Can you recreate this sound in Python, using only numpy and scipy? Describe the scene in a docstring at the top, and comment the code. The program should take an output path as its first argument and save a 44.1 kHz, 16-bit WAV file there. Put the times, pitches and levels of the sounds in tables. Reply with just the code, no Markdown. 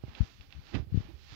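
"""Shifting bedding in a camper van

Inside a small van, walls close by: cloth slides, creases snap, a cushion flops down, the bed thuds
and groans. The cabin is heard almost only on the right channel. The left carries dull bumps,
probably the camera being jogged, over a faint rumble and hiss."""
import sys
import numpy as np
from scipy import signal
from scipy.fft import rfft, irfft
from scipy.io import wavfile

SR = 44100
rng = np.random.default_rng(int(sys.argv[2]) if len(sys.argv) > 2 else 0)


def wav_record(signal):
    """Record a signal, one row per channel, as 16-bit PCM in the file named by sys.argv[1]."""
    frames = np.transpose(np.atleast_2d(signal))
    bounded = np.clip(frames, -1, 1)
    # unit amplitude maps onto the largest positive 16-bit level
    quanta = np.round(bounded * 32767).astype(np.int16)
    wavfile.write(sys.argv[1], SR, quanta)


N = 59535


def amp(db):
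    """Decibels to gain."""
    return 10 ** (np.asarray(db) / 20)


def clock():
    """Time of every sample in seconds."""
    return np.arange(N) / SR


def colour(x, spectrum, tilt_db=0):
    """Gives white sound of unit power a spectrum, tilted by tilt_db per octave about 2500 Hz."""
    hz = np.fft.rfftfreq(N, 1 / SR) + 1
    point_hz, point_db = np.transpose(spectrum)
    db = np.interp(np.log(hz), np.log(point_hz), point_db)
    db += tilt_db * np.log2(np.maximum(hz, point_hz[0]) / 2500)
    return irfft(rfft(x) * amp(db), N) * np.sqrt(SR / 2)


def noise(spectrum):
    """Steady noise with the given spectrum."""
    return colour(rng.standard_normal(N), spectrum)


def swell(peak_s, rise_s, fall_s):
    """A rounded rise to a peak and a fall after it."""
    age = clock() - peak_s
    return np.exp(-np.abs(np.where(age < 0, age / rise_s, age / fall_s)) ** 1.305)


def background():
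    """Faint, steady rumble and hiss, left and right."""
    # noise floor of each channel (frequency [Hz], density [dB/Hz])
    left = [(20, -91), (50, -72.5), (120, -85.5), (220, -97), (400, -108), (800, -115), (2000, -119),
            (5000, -126), (8000, -127), (10000, -124), (13000, -116), (16000, -115)]
    right = [(20, -95), (60, -86), (130, -85), (300, -96), (600, -103), (1200, -111), (3000, -111),
             (4600, -110), (7000, -123), (9500, -126), (12500, -118.5), (16000, -117.5)]
    return np.array([noise(left), noise(right)])


def fibres(slips_per_s=9800, spread_db=2.5):
    """Dense tiny fibre slips of uneven size, at unit power."""
    size = amp(spread_db * np.minimum(rng.exponential(1, N), 4))
    slips = size * rng.choice([-1, 1], N) * (rng.random(N) < slips_per_s / SR)
    return slips / slips.std()


def cloth():
    """Cloth slides: each sweep is a swell of fibre slips."""
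    # sweeps (peak time [s], level [dB], rise [s], fall [s], tilt [dB/octave])
    sweeps = [(0.086, -5.5, 0.074, 0.11, -0.5), (0.188, 0.5, 0.053, 0.097, -1), (0.244, -7, 0.09, 0.21, 5),
              (0.424, -7.5, 0.026, 0.043, 0), (0.528, -7.5, .04, 0.13, .5), (0.702, -2, 0.077, 0.081, 1.8),
              (0.784, -0.5, 0.025, 0.032, -1), (0.984, -2.5, 0.059, .14, -0.14), (1.24, -8, 0.084, 0.12, 5),
              (1.334, 1, 0.064, 0.13, 2.5)]
    # rustle at a 0 dB peak (frequency [Hz], density [dB/Hz])
    rustle = [(100, -92), (280, -85), (560, -88), (1200, -86.5), (1800, -87), (2600, -86.5), (3500, -88),
              (4900, -91.5), (6000, -99), (7200, -108), (9000, -129), (12000, -125), (16000, -127)]
    return sum(amp(db) * swell(at, rise, fall) * colour(fibres(), rustle, tilt)
               for at, db, rise, fall, tilt in sweeps)


def cabin_resonance(x, width_hz=30.5):
    """The narrow cabin stresses a few frequencies of every rustle."""
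    # resonances (frequency [Hz], gain [dB])
    peaks = [(236, 0), (280, 4.5), (342, -17.5), (640, -5.5), (803, 3), (1240, -16), (1536, -11.5),
             (1817, -7), (2378, -7), (2646, -11), (3560, -17.5), (4580, -10.5)]
    return x + sum(amp(db) * signal.lfilter(*signal.iirpeak(hz, hz / width_hz, fs=SR), x)
                   for hz, db in peaks)


def bump(at, db, release_ms, ring_hz, q, load_s=0.0015, low_cut_hz=50.7):
    """Load builds and lets go; a soft, well damped mass swings back."""
    age, omega = clock() - at, 2 * np.pi * ring_hz
    load = -amp(db) * np.exp(-np.logaddexp(-age / load_s, age / (release_ms / 1000)))
    swing = signal.lfilter(*signal.bilinear([1, 0, 0], [1, omega / q, omega ** 2], SR), load)
    return signal.lfilter(*signal.butter(2, low_cut_hz, "high", fs=SR), swing)


def bed():
    """Soft blows on the bed, and the cushion landing on it, set the cabin's low modes booming; shifting weight
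    rumbles."""
    # blows on bed and frame, and the cushion landing and settling at 0.74-0.80 s (time [s], load level [dB],
    # release [ms], ring [Hz])
    thuds = [(0.0382, -21, 0.18, 100), (0.0815, -30.5, 0.21, 100), (0.21, -34, 0.75, 112),
             (0.487, -38.5, 1.8, 75), (0.7445, -10, 0.79, 185.4), (0.7537, -13.5, 0.33, 104),
             (0.767, -16.5, 0.89, 67.1), (0.7989, -14, 0.53, 63), (0.826, -24, 0.93, 82),
             (0.871, -25.5, 1.65, 89), (1.091, -32.5, 1.7, 70), (1.113, -34.5, 0.96, 63),
             (1.139, -26, 6.1, 65), (1.324, -32, 0.84, 85)]
    # cabin modes (frequency [Hz], relative gain [dB], T60 [s])
    modes = [(78.7, -11.5, 0.9), (142.2, -2, 0.092), (166, -23.5, .18), (243, -44.5, .16),
             (302, -38.5, 0.27), (337, -23.5, 0.22), (388, -12.5, 0.13), (504, -20.5, 0.086)]
    # rumble at its peak (frequency [Hz], density [dB/Hz])
    rumble = [(20, -84.5), (55, -62.5), (130, -76), (220, -80.5), (450, -86), (900, -105), (2000, -130)]
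    t = clock()
    blows = sum(bump(*thud, q=1.78) for thud in thuds)
    boom = sum(amp(db - 60 * t / t60) * np.sin(2 * np.pi * hz * t) * hz / SR for hz, db, t60 in modes)
    shifting = noise(rumble) * swell(peak_s=0.98, rise_s=0.22, fall_s=0.21)
    return blows + signal.fftconvolve(blows, boom)[:N] + shifting


def camera(shiver_s=0.012):
    """Dull jogs reach the microphone through its housing, which shivers briefly."""
    # jogs (time [s], load level [dB], release [ms], ring [Hz])
    jogs = [(0.061, -31.5, 4.8, 55), (0.084, -37.5, 1, 75), (0.091, -22.5, 3.6, 68), (0.207, 2, 1.68, 57),
            (0.2158, -25.5, 0.87, 110), (0.398, -28.5, 2.7, 51), (0.55, -26.5, 4.5, 68),
            (0.564, -24.5, 3.2, 57), (0.579, -25, 3.7, 65), (0.5925, -26.5, 1.23, 57.4),
            (0.9252, -7, 2, 90), (0.9452, -2.5, 0.83, 88), (0.9567, -9.5, 0.81, 83.3),
            (0.9748, -2.5, 0.74, 88), (1.0046, -16.5, 0.85, 99), (1.052, -27.5, 0.81, 80),
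            (1.331, -32, 2.1, 74)]
    # housing shiver (frequency [Hz], density relative to the jog [dB/Hz])
    shiver = [(30, -51.5), (80, -23), (160, -37.5), (300, -51.5), (450, -67), (700, -67.5), (1000, -82),
              (2000, -88.5), (5000, -104), (16000, -125)]
    bumps = sum(bump(*jog, q=1.08) for jog in jogs)
    pole = np.exp(-1 / (shiver_s * SR))
    envelope = signal.lfilter([1 - pole], [1, -pole], np.abs(bumps))
    return bumps + noise(shiver) * envelope


def creases():
    """Single sharp snaps of stiff cloth."""
    # snaps (time [s], level [dB])
    snaps = [(0.1503, -13), (0.1515, -6), (0.4101, -11.5), (0.5068, -20), (0.5260, -7), (0.6695, -18)]
    # one 0 dB snap (frequency [Hz], energy density [dB/Hz])
    spectrum = [(300, -120), (1000, -111), (1900, -103), (2650, -92), (3100, -98), (3600, -95),
                (4500, -103), (5300, -111), (6200, -128), (9000, -145)]
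    clicks = sum(amp(db) * np.sinc((clock() - at) * SR) for at, db in snaps)
    return colour(clicks * np.sqrt(SR), spectrum)


def close_walls(x, wet=0.71, t60_s=0.061):
    """Close walls return a quick, dense spray of reflections to the microphone."""
    taps = rng.standard_normal(N) * amp(-60 * clock() / t60_s)
    return x + wet * signal.fftconvolve(x, taps / np.linalg.norm(taps))[:N]


def strike(age, rise_s, fall_s):
    """An exponential rise to a sharp peak at age zero, then an exponential fall."""
    return np.exp(np.minimum(age / rise_s, -age / fall_s))


def cushion(lands_s=0.752, rise_s=0.0096, split_hz=1070):
    """A cushion flops down: a quick puff whose treble dies before its body."""
    # slap of air and cloth (frequency [Hz], density [dB/Hz])
    slap = [(60, -54.5), (150, -54), (250, -54), (400, -57.5), (550, -65.5), (800, -69), (1100, -69),
            (1700, -68), (2600, -68.5), (3500, -75), (4900, -78), (6000, -88.5), (7500, -100), (9000, -119),
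            (12000, -108), (16000, -110)]
    age = clock() - lands_s
    puff = colour(fibres(), slap)
    body = signal.sosfiltfilt(signal.butter(2, split_hz, fs=SR, output="sos"), puff)
    treble = puff - body
    return body * strike(age, rise_s, fall_s=0.026) + treble * strike(age, rise_s, fall_s=0.014)


def bed_frame(rise_s=0.0031, glide_hz_per_s=910, roughness=0.75, grain_s=0.0031):
    """Friction in the bed frame sounds rough notes that rise as the load grows."""
    # short groans (time [s], level [dB], starting pitch [Hz], decay [s])
    groans = [(1.087, -43.5, 318.6, 0.021), (1.323, -52.5, 282, 0.031)]
    pole = np.exp(-1 / (grain_s * SR))
    sound = np.zeros(N)
    for at, db, hz, decay_s in groans:
        age = clock() - at
        pitch = hz + glide_hz_per_s * np.clip(age, 0, 2 * decay_s)
        note = np.sin(2 * np.pi * np.cumsum(pitch) / SR)
        grain = signal.lfilter([1], [1, -pole], rng.standard_normal(N))
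        sound += amp(db) * strike(age, rise_s, decay_s) * (1 + roughness * grain / grain.std()) * note
    return sound


def scene(crosstalk_db=-44.5):
    """Camera bumps and a trace of the cabin on the left, the cabin itself on the right."""
    cabin = bed() + cabin_resonance(cloth() + close_walls(creases()) + cushion()) + bed_frame()
    left = camera() + amp(crosstalk_db) * cabin
    return np.array([left, cabin]) + background()


def record(dry):
    """The recorder cuts the treble above 15.8 kHz."""
    low_pass = signal.firwin(511, 15800, window=("kaiser", 9), fs=SR)
    return signal.oaconvolve(dry, low_pass[None], "same")


dry = scene()
out = record(dry)
wav_record(out)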